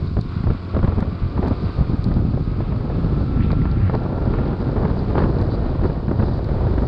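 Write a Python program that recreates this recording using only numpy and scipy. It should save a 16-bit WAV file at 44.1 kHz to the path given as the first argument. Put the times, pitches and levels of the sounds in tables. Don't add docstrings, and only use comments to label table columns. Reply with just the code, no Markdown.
import sys
import numpy as np
from scipy import signal
from scipy.fft import rfft, irfft, next_fast_len
from scipy.io import wavfile
from scipy.ndimage import uniform_filter1d

SR = 44100
rng = np.random.default_rng(int(sys.argv[2]) if len(sys.argv) > 2 else 0)


def unload_wav(signal):
    wavfile.write(
        sys.argv[1],
        SR,
        np.round(np.clip(np.atleast_2d(signal).T, -1, 1) * 32767).astype(np.int16),
    )


N = 303252
TIME = np.arange(N) / SR


def undb(db):
    return 10 ** (np.asarray(db) / 20)


def unit(x):
    return x / np.sqrt(np.mean(x ** 2))


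def curves(table):
    s, *columns = np.transpose(table)
    return [np.interp(TIME, s, column) for column in columns]


def colour(x, points):
    size = next_fast_len(N + SR // 2, True)
    hz, db = np.transpose(points)
    bin_hz = np.fft.rfftfreq(size, 1 / SR) + 1
    log_gain = np.log(undb(np.interp(np.log(bin_hz), np.log(hz), db)))
    cepstrum = irfft(log_gain, size)
    cepstrum[1:size // 2] *= 2
    cepstrum[size // 2 + 1:] = 0
    response = np.exp(rfft(cepstrum))
    return irfft(rfft(x, size) * response, size)[:N]


def walk(rate):
    grid_hz, size = 2000, 16384
    hz = np.fft.rfftfreq(size, 1 / grid_hz)
    slow = irfft(rfft(rng.standard_normal(size)) / (1 + (2 * hz / rate) ** 2))
    return unit(np.interp(TIME, np.arange(len(slow)) / grid_hz, slow))


def patter(rate, spread_db):
    hit = rng.random(N) < rate / SR
    sign = np.sign(rng.standard_normal(N))
    size_db = spread_db * np.clip(rng.standard_normal(N), -2, 2)
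    return hit * sign * undb(size_db)


def even(x, span_s):
    size = max(int(span_s * SR), 2)
    power = uniform_filter1d(uniform_filter1d(x ** 2, size), size)
    return x / np.sqrt(power + 1e-12)


def add(track, s, sound):
    part = track[int(s * SR):][:len(sound)]
    part += sound[:len(part)]


def gust(start_s, length_s, attack_s=0.013, sag_db_per_s=21):
    first = int(start_s * SR)
    span = slice(max(first - SR // 20, 0), first + SR // 2)
    age = TIME[span] - start_s
    rise = np.clip(age / attack_s + .5, 0, 1)
    sag = undb(sag_db_per_s * (length_s / 2 - np.clip(age, 0, length_s)))
    release_s = 0.0058 + 0.14 * length_s
    return span, rise * sag * np.exp(-np.maximum(age - length_s, 0) / release_s)


# (time [s], buffeting level [dB], flapping level [dB], tearing level [dB])
STEADY_FLOW = [(0, -26, -31.5, -43.5), (.3, -28, -42.5, -65), (.65, -38, -41.5, -50),
               (1.0, -27.5, -35, -37), (1.2, -30, -38, -46), (1.72, -26, -35, -41.5), (2.2, -27, -29, -45),
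               (2.45, -22.5, -29.5, -44.5), (2.7, -25, -30, -41.5), (2.88, -25.5, -27, -38),
               (3.1, -21, -26, -35.5), (3.5, -19.5, -24.5, -40.5), (3.82, -20, -29.5, -44.5),
               (4.05, -27, -29, -32), (4.2, -21.5, -27.5, -32.5), (4.35, -23, -24.5, -32.5),
               (4.55, -25, -28, -32), (5.05, -23.5, -26.5, -33.5), (5.33, -21, -26.5, -31.5),
               (5.75, -22.5, -29, -33.5), (6.03, -25, -28.5, -36), (6.43, -21.5, -28.5, -33.5),
               (6.62, -19.5, -29.5, -32), (6.88, -19.5, -30, -33)]
# (start [s], length [s], thump level [dB], tearing level [dB])
SCREEN_GUSTS = [(0.166, 0.013, -18, -36), (0.461, 0.068, -17, -38.5), (0.735, 0.074, -20, -34.5),
                (0.827, 0.021, -14, -29.5), (0.879, 0.016, -15.5, -34), (0.928, 0.054, -20, -43),
                (0.972, 0.019, -18.5, -31), (1.073, 0.013, -15, -50), (1.217, 0.041, -19, -64),
                (1.36, 0.042, -20, -34.5), (1.419, 0.059, -22, -28), (1.502, 0.026, -21.5, -31.5),
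                (1.622, 0.049, -23, -44), (1.777, 0.044, -17.5, -35.5), (1.895, 0.045, -22, -36),
                (2.042, 0.14, -21, -39.5), (2.114, 0.014, -28, -38), (2.161, 0.09, -21.5, -38.5),
                (2.332, 0.02, -22.5, -36), (2.721, 0.0069, -17.5, -43), (3.926, 0.022, -20.5, -31.5),
                (4.256, 0.16, -24, -51), (4.773, 0.077, -22, -31.5), (4.896, 0.0055, -33, -27.5),
                (5.148, 0.075, -34, -27.5), (5.213, 0.05, -21, -29), (5.395, 0.03, -23, -30),
                (5.79, 0.043, -19.5, -52), (5.832, 0.032, -23, -32), (6.176, 0.11, -23.5, -34),
                (6.497, 0.02, -40, -34)]
# (middle [s], length [s], level change [dB])
LEVEL_CHANGES = [(0.324, 0.062, -3), (0.813, 0.036, -5.5), (0.956, 0.048, -4), (1.192, 0.098, -3.5),
                 (1.726, 0.064, -9), (2.446, .07, -2), (2.552, 0.031, -5), (2.874, 0.046, -1.5),
                 (3.278, .06, -6.5), (4.091, 0.064, -2), (4.569, .06, -4), (5.063, 0.046, -3.5),
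                 (5.548, 0.099, -0.5), (5.774, 0.037, -5), (6.032, 0.069, -2), (6.37, 0.033, -2.5),
                 (6.442, 0.1, -4), (6.819, 0.026, 0.5)]


def airflow(flap_share=0.33, flap_offset_db=-0.5, tearing_change=1.5):
    power = undb(curves(STEADY_FLOW)) ** 2
    for s, length_s, thump_db, tear_db in SCREEN_GUSTS:
        span, shape = gust(s, length_s)
        flap_db = thump_db + flap_share * (tear_db - thump_db) + flap_offset_db
        power[:, span] += np.outer(undb([thump_db, flap_db, tear_db]), shape) ** 2
    change_db = np.zeros(N)
    for s, length_s, db in LEVEL_CHANGES:
        add(change_db, s - length_s / 2, db * signal.windows.tukey(int(length_s * SR), .7))
    return 10 * np.log10(power) + np.outer([1, 1, tearing_change], change_db)


# (frequency [Hz], relative level [dB per Hz])
THUMP_SPECTRUM = [(12, -18.5), (28, -1), (52, 4), (90, 4), (140, -2.5), (200, -16), (400, -39), (800, -84)]
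# (frequency [Hz], relative level [dB per Hz])
FLAP_SPECTRUM = [(60, -26.5), (110, 0), (160, 0.5), (240, -2), (330, -9.5), (480, -21), (900, -51),
                 (2000, -85)]
# (frequency [Hz], relative level [dB per Hz])
TEAR_SPECTRUM = [(120, -21), (250, 2), (370, 4.5), (500, 1.5), (800, -5.5), (1200, -13), (1800, -22.5),
                 (2800, -43.5), (4500, -41), (6000, -60.5), (10000, -79)]
# (frequency [Hz], relative level [dB per Hz])
EDGE_SPECTRUM = [(400, -31), (900, 14), (1500, 5), (2000, -4), (3000, -13.5), (4600, -23), (6000, -40.5),
                 (10000, -58)]


def wind(edge_db=-13, gust_db=-30, edge_growth=2.6):
    buffet_db, flap_db, tearing_db = airflow()
    flutter = walk(66)
    eddies = unit(patter(900, 1.3)) * undb(1.5 * flutter)
    buffet = even(colour(eddies, THUMP_SPECTRUM), 0.035)
    middling = unit(patter(450, 4.2)) * undb(2.9 * flutter)
    flap = even(colour(middling, FLAP_SPECTRUM), 0.1)

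    push = np.sqrt(uniform_filter1d(buffet ** 2 + flap ** 2, SR // 250) + .5)
    grains = unit(patter(2500, 4.6)) + 0.48 * rng.standard_normal(N)
    small = grains * undb(1.4 * flutter) * push ** 0.52
    tearing = even(colour(small, TEAR_SPECTRUM), 0.029)

    fine = rng.standard_normal(N) * undb(3.7 * flutter) * push
    edge = even(colour(fine, EDGE_SPECTRUM), 0.07)
    edge *= undb(gust_db + edge_db + edge_growth * (tearing_db - gust_db))
    large = buffet * undb(buffet_db + 1.5) + flap * undb(flap_db + 3.0)
    return large + tearing * undb(tearing_db + 3.5) + edge


# (time [s], firing rate [Hz], gear whine level [dB], exhaust hum level [dB])
ENGINE_SPEED = [(0, 86.9, -56, -33.5), (.6, 89.28, -47, -35.5), (1.2, 93.28, -44, -37.5),
                (1.55, 95.33, -41.5, -33.5), (2.0, 97.96, -45, -35), (2.4, 99.47, -48, -38.5),
                (3, 104.4, -46, -32), (3.35, 106.3, -40.5, -36), (3.75, 108, -40.5, -39),
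                (4.05, 108.9, -44.5, -33), (4.45, 110.3, -42, -38), (4.8, 113, -53, -36.5),
                (5.5, 113.6, -57.5, -27), (6.88, 118.2, -57.5, -36)]
# (frequency [Hz], relative level [dB])
EXHAUST_NOTE = [(30, -17), (60, -4), (90, 12.5), (175, -21.5), (270, -19.5), (420, -14), (650, -43.5),
                (1100, -23.5), (2000, -66.5), (5000, -83.5)]
# (multiple of the firing rate, level against the gear whine [dB])
GEAR_TONES = [(7.27, -7), (10.82, -12), (12.56, -3), (12.77, -11), (25.12, -26.5)]
# (multiple of the firing rate, peak level before wavering [dB])
CRANKCASE_DRONE = [(3, -43), (3.5, -46.5), (4, -47), (4.5, -48), (5, -48.5), (6, -54), (8, -54.5),
                   (12, -54.5), (16, -60), (25.5, -69)]


def engine(waver_db=0.9):
    firing_hz, whine_db, hum_db = curves(ENGINE_SPEED)
    turns = np.cumsum(firing_hz * (1 + 0.00077 * walk(23))) / SR
    pulses = np.diff(np.floor(turns), prepend=0) * undb(1.4 * walk(120))

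    def tones(table):
        total = np.zeros(N)
        for multiple, db in table:
            gain = undb(db + waver_db * walk(22))
            total += gain * np.sin(2 * np.pi * multiple * turns + .15 * walk(40))
        return total

    hum = undb(hum_db) * unit(colour(pulses, EXHAUST_NOTE))
    return hum + undb(whine_db) * tones(GEAR_TONES) + tones(CRANKCASE_DRONE)


# (time [s], level [dB])
SIZZLE_LEVEL = [(0, -56.5), (.35, -56.5), (.65, -58), (1.35, -59), (1.6, -56), (2.1, -58), (2.8, -59),
                (3.1, -56.5), (3.45, -58), (3.65, -60), (4.4, -59), (5, -56.5), (5.53, -57.5), (6.05, -59),
                (6.3, -58.5), (6.88, -56)]
# (time [s], level [dB])
ROAR_LEVEL = [(0, -51.5), (.6, -49.5), (1, -50), (1.8, -51.5), (2.5, -55.5), (3.4, -51.5), (4.5, -53),
              (6.88, -57.5)]
# (frequency [Hz], relative level [dB per Hz])
TYRE_HISS = [(300, 16.5), (480, 13.5), (780, 9), (1100, 15), (1380, 14), (1750, 2.5), (2350, 4.5),
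             (2950, 0), (3400, 2.5), (3850, 4.5), (4700, 4.5), (5200, -2.5), (5900, -17), (7800, -19),
             (11000, -48.5)]


def tyres():
    sizzle_db, = curves(SIZZLE_LEVEL)
    roar_db, = curves(ROAR_LEVEL)
    droplets = rng.standard_normal(N) + 0.78 * unit(patter(3000, 2.3))
    hiss = colour(droplets, TYRE_HISS)
    highpass = signal.butter(4, 3200, "high", fs=SR, output="sos")
    sizzle = signal.sosfiltfilt(highpass, hiss)
    roar = (hiss - sizzle) * undb(roar_db + 2.0 * walk(5.9))
    spray = roar + sizzle * undb(sizzle_db + 0.5 + 0.46 * walk(40))
    return spray / np.std(sizzle)


# (time [s], push level before trim [dB], pitch [Hz])
LONE_EDDIES = [(0.026, -8.5, 100.5), (0.116, -16, 140), (0.191, -4, 130), (0.259, -15, 170),
               (0.368, -9.5, 143), (0.407, -9.5, 122), (0.441, -7.5, 128), (1.089, -8.5, 75),
               (1.129, -12.5, 140), (1.262, -10, 112), (1.644, -9, 135), (1.791, -12, 115),
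               (1.811, -15, 110.3), (1.897, -9.5, 115), (1.945, -10.5, 124), (1.994, -11, 109.6),
               (2.064, -9.5, 150), (2.172, -9.5, 152), (2.252, -6.5, 175), (2.288, -9, 135),
               (2.344, -8.5, 131), (2.692, -11, 129.4), (4.914, -7, 130), (5.249, -10, 129),
               (5.878, -12, 150), (6.082, -7, 125)]


def thumps(trim_db=-1, skew=0.48):
    out, lead_s = np.zeros(N), 1 / 50
    age = TIME[:SR // 25] - lead_s
    for s, db, hz in LONE_EDDIES:
        u = np.pi * hz * age
        pressure = (1 - 2 * u ** 2 - skew * u) * np.exp(-u ** 2)
        add(out, s - lead_s, undb(db + trim_db) * pressure)
    return out


def puffs(envelope, spectrum):
    air = even(patter(3000, 6.6) + 0.37 * rng.standard_normal(N), 0.0034)
    return colour(air * envelope, spectrum) / np.std(colour(air, spectrum))


# (time [s], reference level [dB], tearing against it [dB], rasp against it [dB])
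HARD_EDDIES = [(0.167, -11.5, -9, -20), (.187, -16, -7, -28), (.436, -23.5, 1.5, -17),
               (0.469, -15.5, -1.5, -21), (.503, -9, -11, -20), (0.747, -20, -2, -11),
               (0.765, -14, -2, -13), (0.79, -20, -5.5, -10), (0.829, -15, -9, -14),
               (0.845, -13.5, -13.5, -13), (.875, -15, -8, -13), (0.921, -19.5, -4.5, -17),
               (1.024, -6.5, -15.5, -20.5), (1.376, -15.5, -5.5, -14), (1.427, -19, 1.5, -9.5),
               (1.459, -9.5, -13, -17), (2.114, -21, -5, -10.5), (2.372, -19, -1.5, -22.5),
               (2.605, -15.5, -5.5, -25), (2.722, -17, -4.5, -19), (2.899, -22, 2.5, -18),
               (3.504, -18.5, -10.5, -8), (3.529, -14.5, -5, -27.5), (3.654, -16.5, -9.5, -11.5),
               (3.896, -18, -2.5, -13.5), (3.936, -18.5, -4, -10), (3.95, -15, -3.5, -17.5),
               (4.338, -20, -1.5, -5.5), (4.386, -18, -0.5, -16.5), (4.764, -16.5, -3, -18.5),
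               (4.85, -17, -3, -8.5), (5.103, -14.5, -4.5, -24.5), (5.153, -14.5, -5.5, -12),
               (5.18, -7.5, -4, -12), (5.19, -20.5, -5, -5.5), (5.838, -17.5, -2.5, -15),
               (5.852, -20, 0.5, -10.5), (5.898, -20.5, 1, -18), (6.081, -17.5, -9, -15.5),
               (6.112, -16, 1, -16), (6.198, -7, -15.5, -22.5), (6.222, -19, -1.5, -8),
               (6.283, -23.5, -0.5, -14.5), (6.39, -26.5, 1.5, -20), (6.488, -20, 2.5, -23.5),
               (6.668, -16, -4, -18), (6.709, -23.5, -1.5, -13), (6.78, -19, -6, -6),
               (6.832, -22.5, 4, -20)]


def slaps(decay_s=0.0056, push_db=-3):
    bursts, rasps, kicks = np.zeros((3, N))
    age = TIME[:SR // 10]
    fade = np.exp(-age / decay_s)
    kick = (age / 0.0015) * np.exp(1 - age / 0.0019) * np.sin(2 * np.pi * 150 * age)
    for s, db, tear_db, rasp_db in HARD_EDDIES:
        add(bursts, s, undb(db + tear_db) * fade)
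        add(rasps, s, undb(db + rasp_db) * fade)
        add(kicks, s, undb(db + push_db) * kick)
    return kicks + puffs(bursts, TEAR_SPECTRUM) + puffs(rasps, EDGE_SPECTRUM)


# (time [s], peak level of the ring [dB], share of sharp snap [0-1])
CAMERA_DROPS = [(.212, -31.5, 0.6), (1.005, -36, 0.6), (1.472, -38, .1), (1.483, -37, 0.9),
                (2.042, -28.5, 0.43), (2.14, -36, .03), (3.517, -30, 0.2), (3.714, -34.5, .1),
                (3.951, -33, .02), (4.035, -40, .3), (4.616, -47, .15), (4.99, -38, .02), (5.386, -38, .01),
                (5.414, -36, .5), (6.444, -35, 0.32)]
# (start [s], length [s], level [dB])
FINE_BURSTS = [(1.488, 0.38, -55), (4.59, .04, -53), (4.972, 0.046, -52), (5.17, 0.086, -53),
               (5.493, 0.075, -49), (5.647, .09, -57), (5.83, 0.061, -53), (6.15, 0.28, -54)]
# (frequency [Hz], time to fall 60 dB [s], relative level [dB])
HOUSING_MODES = [(3800, .014, -7.5), (4070, 0.01, 4.5), (4444, 0.013, 1.5), (4630, 0.012, -3)]
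# (frequency [Hz], relative level [dB])
PORT_SNAP = [(1000, -32), (4000, -1.5), (6000, 10), (8500, 3), (11000, -6.5)]


def rain(contact_s=0.00045, membrane_hz=5730):
    hits = undb(-45) * patter(22, 2)
    snaps, sprinkle = np.zeros((2, N))
    for s, db, snap in CAMERA_DROPS:
        hits[int(s * SR)] += undb(db)
        snaps[int(s * SR)] += undb(db) * snap
    for s, length_s, db in FINE_BURSTS:
        add(sprinkle, s, undb(db) * signal.windows.tukey(int(length_s * SR), .5))

    age = TIME[:SR // 20]
    ring = np.zeros(len(age))
    for hz, t60, db in HOUSING_MODES:
        ring += undb(db) * np.exp(-np.log(1000) * age / t60) * np.sin(2 * np.pi * hz * age)
    ring *= 1 - np.exp(-age / contact_s)
    ring = signal.sosfilt(signal.butter(10, membrane_hz, fs=SR, output="sos"), ring)
    drops = signal.fftconvolve(hits, ring / np.abs(ring).max())[:N]
    spatter = sprinkle * unit(signal.fftconvolve(patter(1300, 1.6), ring)[:N])
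    return drops + spatter + undb(3.0) * colour(snaps, PORT_SNAP)


# (time [s], level before softening and damping [dB], pitch [Hz])
FAT_DROPS = [(1.005, -21, 1725), (2.117, -24, 1500), (3.516, -21.5, 2180), (3.617, -21.5, 1987),
             (3.654, -16, 1620)]


def knocks(decay_s=0.0012, contact_s=0.0013):
    out, age = np.zeros(N), TIME[:SR // 20]
    shape = (1 - np.exp(-age / contact_s)) * np.exp(-age / decay_s)
    for s, db, hz in FAT_DROPS:
        add(out, s, undb(db) * shape * np.sin(2 * np.pi * hz * age))
    return signal.sosfilt(signal.butter(4, 3500, fs=SR, output="sos"), out)


# (time [s], mean rate [Hz], level [dB])
SCREEN_EDDIES = [(2.85, 174.9, -39), (3.0, 165, -27), (3.18, 151.2, -23), (3.33, 134.4, -29),
                 (3.46, 98.66, -16), (3.53, 93, -23), (3.62, 136.8, -37.5), (3.72, 144.1, -25),
                 (3.79, 112.7, -15.5), (3.89, 86, -18.5), (3.95, 79.4, -28), (4.02, 81.2, -53)]


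def shedding(jitter=.04, overtone_db=-12, waver_db=3.0):
    rate_hz, level_db = curves(SCREEN_EDDIES)
    phase = 2 * np.pi * np.cumsum(rate_hz * (1 + jitter * walk(63))) / SR
    tone = np.sin(phase) + undb(overtone_db) * np.sin(2 * phase)
    growl = unit(tone * undb(waver_db * walk(42)))
    return growl * undb(level_db)


# (time [s], level before wavering [dB], centre of the swish [Hz])
STANDING_WATER = [(3.28, -69, 1600), (3.37, -49, 1893), (3.4, -48, 2200), (3.428, -44.5, 2700),
                  (3.447, -47, 3100), (3.48, -53, 3145), (3.51, -51, 2895), (3.56, -60, 2022),
                  (3.7, -56, 1736), (3.8, -50, 1750), (3.88, -46.5, 1747), (4, -77, 1736)]
# (frequency [Hz], relative level [dB per Hz])
SWISH_SPECTRUM = [(600, -25.5), (1700, 13), (2800, -1), (3800, -1.5), (5000, -10), (6000, -25),
                  (11000, -50.5)]


def puddle(width_hz=620):
    swish_db, centre_hz = curves(STANDING_WATER)
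    band = colour(rng.standard_normal(N), [(width_hz, 0), (2 * width_hz, -11), (6000, -42)])
    swish = band * np.sin(2 * np.pi * np.cumsum(centre_hz) / SR)
    return even(colour(swish, SWISH_SPECTRUM), 0.054) * undb(swish_db + 2 * walk(40))


def scene():
    air = wind() + shedding() + slaps() + thumps()
    machine_and_road = engine() + tyres() + puddle()
    return (air + machine_and_road + rain() + knocks())[None]


def record(dry, limit=.62, top_hz=11000):
    bass = signal.sosfiltfilt(signal.butter(2, 900, fs=SR, output="sos"), dry)
    rounded_bass = bass / (1 + (bass / limit) ** 4) ** .25
    rounded = dry - bass + rounded_bass
    return signal.sosfilt(signal.ellip(8, .2, 70, top_hz, fs=SR, output="sos"), rounded)


dry = scene()
out = record(dry)
unload_wav(out)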